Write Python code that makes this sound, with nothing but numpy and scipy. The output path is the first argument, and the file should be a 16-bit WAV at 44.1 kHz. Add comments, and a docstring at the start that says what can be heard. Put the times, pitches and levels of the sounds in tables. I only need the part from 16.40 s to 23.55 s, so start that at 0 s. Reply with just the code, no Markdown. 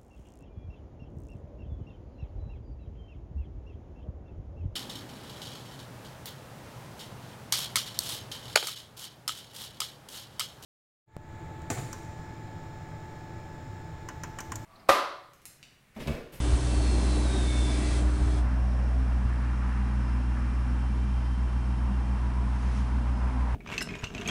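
"""A bollard rising in a driveway

Motor and hydraulic pump whir, oil hisses through a valve, and a whistle sinks as the steel tube lifts;
the pump eases near the top and cuts out at about 2 s. Two idling engines, one nearer, one farther off,
beat against each other while cars pass out on the road. A breeze nudges the hand-held microphone."""
import sys
import numpy as np
from scipy import signal
from scipy.fft import rfft, irfft, next_fast_len
from scipy.io import wavfile

SR = 44100
rng = np.random.default_rng(int(sys.argv[2]) if len(sys.argv) > 2 else 0)


def wav_record(signal):
    """Record a signal, one row per channel, as 16-bit PCM in the file named by sys.argv[1]."""
    frames = np.transpose(np.atleast_2d(signal))
    bounded = np.clip(frames, -1, 1)
    # unit amplitude maps onto the largest positive 16-bit level
    quanta = np.round(bounded * 32767).astype(np.int16)
    wavfile.write(sys.argv[1], SR, quanta)


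N = 315315
TIME = np.arange(N) / SR


def from_db(db):
    """Decibels to gain."""
    return 10 ** (np.asarray(db) / 20)


def unit_power(x):
    """Scale to an RMS of 1."""
    return x / np.sqrt(np.mean(x ** 2) + 1e-20)


def in_time(rows):
    """One value per sample for each column after the time column."""
    times, *columns = np.transpose(rows)
    return [np.interp(TIME, times, column) for column in columns]


def bell(x, width):
    """A smooth hump of height 1 around zero."""
    return np.exp(-(x / width) ** 2)


def hump(at_s, half_s, height):
    """A rise to the given height and a fall back to zero."""
    return height * bell(TIME - at_s, half_s)


def shift(at_s, over_s, change):
    """A lasting linear change, half done at at_s."""
    return change * np.clip((TIME - at_s) / over_s + .5, 0, 1)


def turning(hz):
    """The angle of something that turns at this rate."""
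    return 2 * np.pi * np.cumsum(hz + np.zeros(N)) / SR


def tone(angle):
    """A sine of unit power with a random starting phase."""
    return np.sqrt(2) * np.sin(angle + rng.uniform(0, 2 * np.pi))


def drift(hz):
    """Smooth random motion of spread 1, mostly slower than hz."""
    step, settle = 40, 2000   # samples per step; steps for the filter to settle
    pole = np.exp(-2 * np.pi * hz * step / SR)
    white = rng.standard_normal(N // step + settle + 2)
    slow = signal.lfilter([1], [1, -2 * pole, pole * pole], white)[settle:]
    return np.interp(np.arange(N) / step, np.arange(len(slow)), unit_power(slow))


def noise(spectrum):
    """Unit-power noise coloured by (frequency [Hz], relative level [dB]), falling away beyond the ends."""
    size = next_fast_len(N)
    hz, db = np.transpose(spectrum)
    bins = np.maximum(np.arange(size // 2 + 1) * SR / size, 1)
    skirts = (np.minimum(bins / hz[0], 1) * np.minimum(hz[-1] / bins, 1)) ** 2
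    gain = from_db(np.interp(np.log(bins), np.log(hz), db)) * skirts
    return unit_power(irfft(rfft(rng.standard_normal(size)) * gain, size)[:N])


def narrow_noise(hz, spread_hz):
    """A rough tone of random strength and phase, at unit power."""
    angle = turning(hz)
    return drift(spread_hz) * np.sin(angle) + drift(spread_hz) * np.cos(angle)


def stroke(full_db, eased_by_db, lag_s=0, coast_s=0):
    """Gain of one part of the bollard's drive: full flow, eased near the top, then running down."""
    ease_s, stop_s, run_down_db_per_s = 1.611, 1.984, 270
    easing_db = shift(ease_s + lag_s, over_s=0.064, change=eased_by_db)
    run_down_db = run_down_db_per_s * np.clip(TIME - stop_s - coast_s, 0, 1)
    return from_db(full_db + easing_db - run_down_db)


# The tube's resonance, sinking as it rises from the driveway: (time [s], frequency [Hz], lift [dB])
TUBE_RESONANCE = [(0, 5100, -3), (.22, 4740, 0), (.36, 4480, 6), (.47, 4310, 13), (.55, 4260, 9),
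                  (.62, 4150, 5), (.71, 4040, 9.5), (.8, 3950, 9), (.94, 3747, 13), (1.05, 3640, 16),
                  (1.16, 3576, 15.5), (1.3, 3520, 13), (1.41, 3440, 4), (1.5, 3400, 2), (1.62, 3350, -10)]

def tube_whistle(base_db=-64.5):
    """Turbulence rings the resonance of the lengthening tube."""
    centre_hz, lift_db = in_time(TUBE_RESONANCE)
    return from_db(base_db + lift_db) * narrow_noise(centre_hz, spread_hz=70)


# The pump's tones: (multiple of the pump rate, relative level [dB])
PUMP_HARMONICS = [(6, -57), (12, -58), (16, -63), (17, -58.5), (20, -60), (21, -68.5), (23, -64),
                  (24, -60.5), (25, -62), (27, -61), (28, -59.5), (32, -66), (33, -60), (35, -65),
                  (36, -63.5), (37, -61.5), (39, -62.5), (41, -62.5), (42, -65), (43, -60), (44, -68),
                  (45, -63.5), (46, -66), (47, -63.5), (49, -66.5), (53, -62), (54, -62.5), (66, -65)]
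# Brief swells of the closest harmonic: (time [s], half length [s], frequency [Hz], lift [dB])
PUMP_SWELLS = [(.55, 0.32, 2694, 4), (0.76, .12, 4425, 10), (.925, 0.13, 1539, 14.5),
               (1.146, 0.12, 2212, 17), (1.2, .2, 5195, 3), (1.36, .12, 2309, 9.5), (1.428, 0.2, 2020, 16),
               (1.47, .1, 4714, 11), (1.479, .09, 3367, 11), (1.945, 0.075, 3367, 12),
               (1.91, 0.05, 4329, 6)]
PUMP_HZ = 96.2

def pump_whine(angle, sung_db=-59.5, width_hz=92, waver_db=3.0):
    """Pump harmonics; each sings out as the tube's resonance slides across it."""
    centre_hz, lift_db = in_time(TUBE_RESONANCE)
    resonance = from_db(sung_db + lift_db)
    whine = np.zeros(N)
    for order, db in PUMP_HARMONICS:
        level_db = db + waver_db * drift(6.8)
        for at_s, half_s, hz, swell_db in PUMP_SWELLS:
            if round(hz / PUMP_HZ) == order:
                level_db += hump(at_s, half_s, swell_db)
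        sung = resonance * bell(order * PUMP_HZ - centre_hz, width_hz)
        whine += np.hypot(from_db(level_db), sung) * tone(order * angle)
    return whine


def pump_buzz(angle, base_db=-71.5, scatter_db=6.5):
    """Faint, uneven upper harmonics of the pump give the hiss a metallic edge."""
    orders = np.arange(55, 104)
    gains = from_db(base_db + scatter_db * rng.uniform(-1, 1, len(orders)))
    return sum(gain * tone(order * angle) for order, gain in zip(orders, gains))


# Oil in the valve: (frequency [Hz], relative level [dB])
VALVE_SPECTRUM = [(700, -12), (1300, -1), (2000, 3), (2500, 1), (2900, -0.5), (3600, 2), (4400, 1),
                  (4900, -0.5), (5700, 0.5), (6200, 0.5), (7200, -2), (8200, 3.5), (9600, -2), (10500, 2.5)]

def oil_hiss(angle, ripple=0.038):
    """Oil hisses through the valve, its flow pulsing with the pump."""
    pulsing = 1 + ripple * np.sin(angle)
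    return stroke(full_db=-42.5, eased_by_db=-8) * noise(VALVE_SPECTRUM) * pulsing


# Oil heard through the casing: (frequency [Hz], relative level [dB])
CASING_SPECTRUM = [(100, -34), (190, -3.5), (260, -1.5), (320, -2), (385, 1), (425, -7.5), (620, -7),
                   (800, -10), (1150, -18.5), (1800, -32), (4000, -60.5)]
COAST_S = 0.012   # the motor runs on after the valve shuts

def oil_churn(base_db=-40.5, surge_db=3.1, rough_db=2.0):
    """Oil churns in the casing, hardest in mid-stroke, and follows the valve a little late."""
    full_db = base_db + hump(0.76, 0.32, surge_db) + rough_db * drift(33)
    return stroke(full_db, eased_by_db=-9, lag_s=0.08, coast_s=COAST_S) * noise(CASING_SPECTRUM)


# The motor at full flow: (frequency [Hz], level [dB])
MOTOR_TONES = [(299.7, -39.5), (384.3, -50), (399.6, -53)]

def motor_hum(waver_db=0.6):
    """Steady low tones of the motor, a touch louder once the pump eases."""
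    hum = sum(from_db(db + waver_db * drift(2.3)) * tone(turning(hz)) for hz, db in MOTOR_TONES)
    return stroke(full_db=0, eased_by_db=0.5, coast_s=COAST_S) * hum


# Squeaks at the collar: (time [s], half length [s], frequency [Hz], half width [Hz], level [dB])
COLLAR_RUBS = [(.08, .12, 2970, 150, -53), (.75, .1, 4450, 90, -58), (1.33, .05, 4840, 90, -55),
               (1.38, .17, 2253, 330, -52.5), (1.94, .06, 3350, 60, -57)]

def collar_squeaks():
    """The sliding tube rubs in its collar with short, rough squeaks."""
    return sum(hump(at_s, half_s, from_db(db)) * narrow_noise(hz, spread_hz)
               for at_s, half_s, hz, spread_hz, db in COLLAR_RUBS)


def bollard(wobble=0.0007):
    """A motor turns the pump, whose oil pushes the steel tube up out of the driveway."""
    angle = turning(PUMP_HZ * (1 + wobble * drift(5.2)))
    whine = pump_whine(angle) + pump_buzz(angle) + tube_whistle()
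    whine *= stroke(full_db=-2, eased_by_db=-6)
    return whine + oil_hiss(angle) + oil_churn() + motor_hum() + collar_squeaks()


# Overtones of the nearer engine: (multiple of the firing rate, relative level [dB])
ENGINE_OVERTONES = [(2, -11.9), (3, -29.5), (3.25, -20.5), (3.77, -32), (3.95, -28), (4.3, -24.8),
                    (5.25, -32.5)]
# How much faster the farther engine fires: (time [s], beat rate [Hz])
ENGINE_BEAT = [(0, 5.75), (2.2, 5.85), (3.4, 6.03), (4.6, 7.25), (5.2, 7.34), (6.0, 7.24), (7.15, 6.42)]
# Brief swells and dips of the drone: (time [s], half length [s], change [dB])
DRONE_LURCHES = [(0, .06, -2), (0.142, 0.02, 7.5), (0.2, 0.045, -8), (.48, .04, 2.5), (1.202, 0.018, 3),
                 (1.42, 0.062, -2.5), (1.665, 0.016, 4.5), (2.106, 0.018, -2.5), (2.854, 0.0087, 4)]

def exhaust_drone(firing_hz=60.5, wobble=0.0012, overtones_db=-26.5, waver_db=0.5):
    """Two idling exhausts, a few hertz apart, throb together at the microphone."""
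    near_db = -24.5 + shift(at_s=2.8, over_s=0.092, change=-1.97)
    far_db = -48 + shift(at_s=4.85, over_s=0.9, change=8.2)   # comes up and deepens the throb
    beat_hz, = in_time(ENGINE_BEAT)
    angle = turning(firing_hz * (1 + wobble * drift(1.74)))
    near = from_db(near_db) * np.sin(angle)
    far = from_db(far_db) * np.sin(angle + turning(beat_hz))
    lurch_db = sum(hump(*lurch) for lurch in DRONE_LURCHES)
    drone = np.sqrt(2) * (near + far) * from_db(lurch_db)
    for multiple, db in ENGINE_OVERTONES:
        drone += from_db(overtones_db + db + waver_db * drift(2.9)) * tone(multiple * angle)
    return drone


# Clatter at idle: (frequency [Hz], relative level [dB])
CLATTER_SPECTRUM = [(120, -25), (155, -14.5), (175, -5.5), (203, 4), (222, -2), (250, -1), (280, -7.5),
                    (320, -11.5), (400, -33)]

def engine_clatter(level_db=-45, rough_db=1.1):
    """The idling engines give off a dull, uneven clatter."""
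    return from_db(level_db + rough_db * drift(10.0)) * noise(CLATTER_SPECTRUM)


# Cars at their closest to the microphone:
# (time [s], half passing time [s], tyre roar [dB], tyre swish [dB], road rumble [dB])
CAR_PASSES = [(0.3, 0.8, -50.5, -53, -53.5), (1.8, 0.49, -65.5, -48, -52.5), (2.4, 0.42, -63.5, -61.5, -48),
              (3.3, 0.43, -55, -48.5, -65.5), (4.1, 0.54, -62, -50.5, -57), (5.85, 1, -48.5, -55.5, -56.5),
              (7.05, 0.47, -44.5, -52.5, -52.5)]

def passing_gains(falloff=1.44):
    """Gains of roar, swish and rumble; hedges make each car fade faster than distance alone would."""
    power = 0
    for at_s, half_s, *levels_db in CAR_PASSES:
        distance = np.hypot(1, (TIME - at_s) / half_s)   # in units of the closest distance
        power = power + (from_db(levels_db)[:, None] / distance ** falloff) ** 2
    return np.sqrt(power)


# Tyres on the road, heard from the driveway: each (frequency [Hz], relative level [dB])
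ROAR_SPECTRUM = [(280, -9), (400, -6), (520, -7.5), (680, -8), (800, 0), (980, 1), (1250, -4.5),
                 (1700, -9.5), (2200, -14.5), (2800, -19), (3600, -27.5), (8000, -44.5)]
SWISH_SPECTRUM = [(600, -15), (900, -4.5), (1150, 1), (1700, -1), (1950, -5.5), (2300, -12), (2700, -12),
                  (3400, -28), (7000, -33.5)]
RUMBLE_SPECTRUM = [(250, -7.5), (400, -6), (650, 2.5), (800, -1), (1000, -18), (2000, -38)]
# The swish surges and slackens: (time [s], half length [s], change [dB])
SWISH_SURGES = [(2.7, .15, 0), (2.97, .1, 2.5), (3.28, 0.075, 1.5), (3.77, .1, -0.5), (3.977, 0.068, 2.5)]
# Treads sing out over rougher patches of road: (time [s], half length [s], lift [dB])
ROUGH_PATCHES = [(4.85, .12, 6.5), (5.47, .13, 5), (5.97, .13, 6.5), (6.85, 0.45, 2.5)]

def traffic(far_roar_db=-50.5, tread_hz=995, flutter_db=1.0):
    """Tyres roar, swish and rumble past, over the unbroken roar of far traffic."""
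    roar_gain, swish_gain, rumble_gain = passing_gains()
    roar_gain = np.hypot(roar_gain, from_db(far_roar_db))
    swish_gain *= from_db(sum(hump(*surge) for surge in SWISH_SURGES))
    tread_db = -10 + sum(hump(*patch) for patch in ROUGH_PATCHES)   # relative to the roar
    roar = noise(ROAR_SPECTRUM) + from_db(tread_db) * narrow_noise(tread_hz, spread_hz=62)
    layers = [(roar_gain, roar),
              (swish_gain, noise(SWISH_SPECTRUM)),
              (rumble_gain, noise(RUMBLE_SPECTRUM))]
    return sum(gain * from_db(flutter_db * drift(10.3)) * sound for gain, sound in layers)


# The street's background: (frequency [Hz], relative level [dB])
STREET_SPECTRUM = [(20, -7), (40, 4.5), (60, 7), (85, 2), (150, -0.5), (320, -6), (450, -15.5), (800, -23),
                   (2000, -27), (3500, -29.5), (4700, -31), (5400, -29.5), (7000, -36), (10500, -34.5)]
# Whines in the street: (time [s], half length [s], frequency [Hz], half width [Hz], level [dB])
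STREET_WHINES = [(3.9, 3.3, 2371, 55, -65), (4.3, 2.8, 2750, 50, -66), (4.5, 4, 3150, 46, -70),
                 (4.95, .9, 3100, 70, -65), (4.4, 2.2, 5380, 130, -70), (2.3, .45, 5450, 300, -66.5),
                 (3.7, 0.092, 5100, 120, -66), (4.85, 0.092, 4930, 60, -69), (6.8, 0.15, 5090, 40, -69)]

def street(wash_db=-42):
    """Faint, rough whines come and go over the steady low wash of the street."""
    whines = sum(hump(at_s, half_s, from_db(db)) * narrow_noise(hz, spread_hz)
                 for at_s, half_s, hz, spread_hz, db in STREET_WHINES)
    return whines + from_db(wash_db) * noise(STREET_SPECTRUM)


# Gusts right on the microphone: (time [s], half length [s], level [dB])
MIC_GUSTS = [(0.083, 0.2, -36), (0.7, 0.86, -38), (1.88, 0.4, -41)]

def breeze(lumpy_db=3.5):
    """Moving air buffets the microphone with a lumpy rumble."""
    spectrum = [(25, -17.0), (45, -8.5), (75, -4), (130, -10.0), (250, -28), (1000, -69)]
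    gusts = sum(hump(at_s, half_s, from_db(db)) for at_s, half_s, db in MIC_GUSTS)
    return gusts * from_db(lumpy_db * drift(5.8)) * noise(spectrum)


# Low pulses a few cycles long: (time [s], peak level [dB], frequency [Hz], half length [s])
LOW_PULSES = [(0.091, -31, 115, 0.025), (.25, -31, 115, 0.023), (0.409, -31, 113, .025),
              (2.858, -26, 98, 0.011)]

def low_pulses():
    """Three soft pulses in the low hum at the start, and one dull thump later."""
    return sum(hump(at_s, half_s, from_db(db)) * np.sin(2 * np.pi * hz * (TIME - at_s))
               for at_s, db, hz, half_s in LOW_PULSES)


# Swells in the low hum: (time [s], frequency [Hz], level [dB])
LOW_HUM_SWELLS = [(2.11, 260, -43.5), (2.27, 200, -43), (2.62, 260, -44), (2.78, 203, -40),
                  (3.12, 197.2, -42.5), (3.38, 203, -40), (3.51, 203, -39), (3.72, 201, -40),
                  (3.8, 250.5, -43.5), (3.91, 199.6, -41), (4.02, 240.2, -40), (4.3, 240.5, -44),
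                  (4.53, 205, -38), (4.67, 203.5, -39), (4.77, 259, -43), (5.22, 203, -41),
                  (5.5, 200.4, -40.5), (5.73, 197, -35.5), (6.08, 203, -39), (6.4, 203.4, -38),
                  (6.62, 235, -41), (6.95, 253.6, -39)]

def low_hum_swells(half_s=0.06):
    """Short, uneven swells of low hum between about 200 and 260 Hz."""
    return sum(hump(at_s, half_s, from_db(db)) * tone(turning(hz)) for at_s, hz, db in LOW_HUM_SWELLS)


# A sleeve beside the microphone: (time [s], half length [s], level [dB])
SLEEVE_BRUSHES = [(6.3, 0.22, -54), (6.375, 0.043, -56.5)]
# Brushing cloth: (frequency [Hz], relative level [dB])
CLOTH_SPECTRUM = [(1200, 5), (2700, 1), (4000, -5.5), (6000, -5), (8000, -13), (10000, -11)]

def sleeve():
    """Cloth brushes softly and catches once as the hand tilts."""
    brushing = sum(hump(at_s, half_s, from_db(db)) for at_s, half_s, db in SLEEVE_BRUSHES)
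    return brushing * noise(CLOTH_SPECTRUM)


def scene():
    """Driveway and road reach one hand-held microphone, in mono."""
    driveway = bollard() + exhaust_drone() + engine_clatter() + low_pulses() + low_hum_swells()
    road = traffic() + street()
    at_microphone = breeze() + sleeve()
    return (driveway + road + at_microphone)[None]


def record(dry):
    """Both ends fade over a moment, and the top of the treble is cut steeply."""
    fade_s, cutoff_hz = 0.002, 10150
    fade = np.clip(np.minimum(TIME, TIME[-1] - TIME) / fade_s, 0, 1)
    lowpass = signal.ellip(10, .2, 80, cutoff_hz, fs=SR, output="sos")
    return signal.sosfilt(lowpass, dry * fade)


dry = scene()
out = record(dry)
wav_record(out)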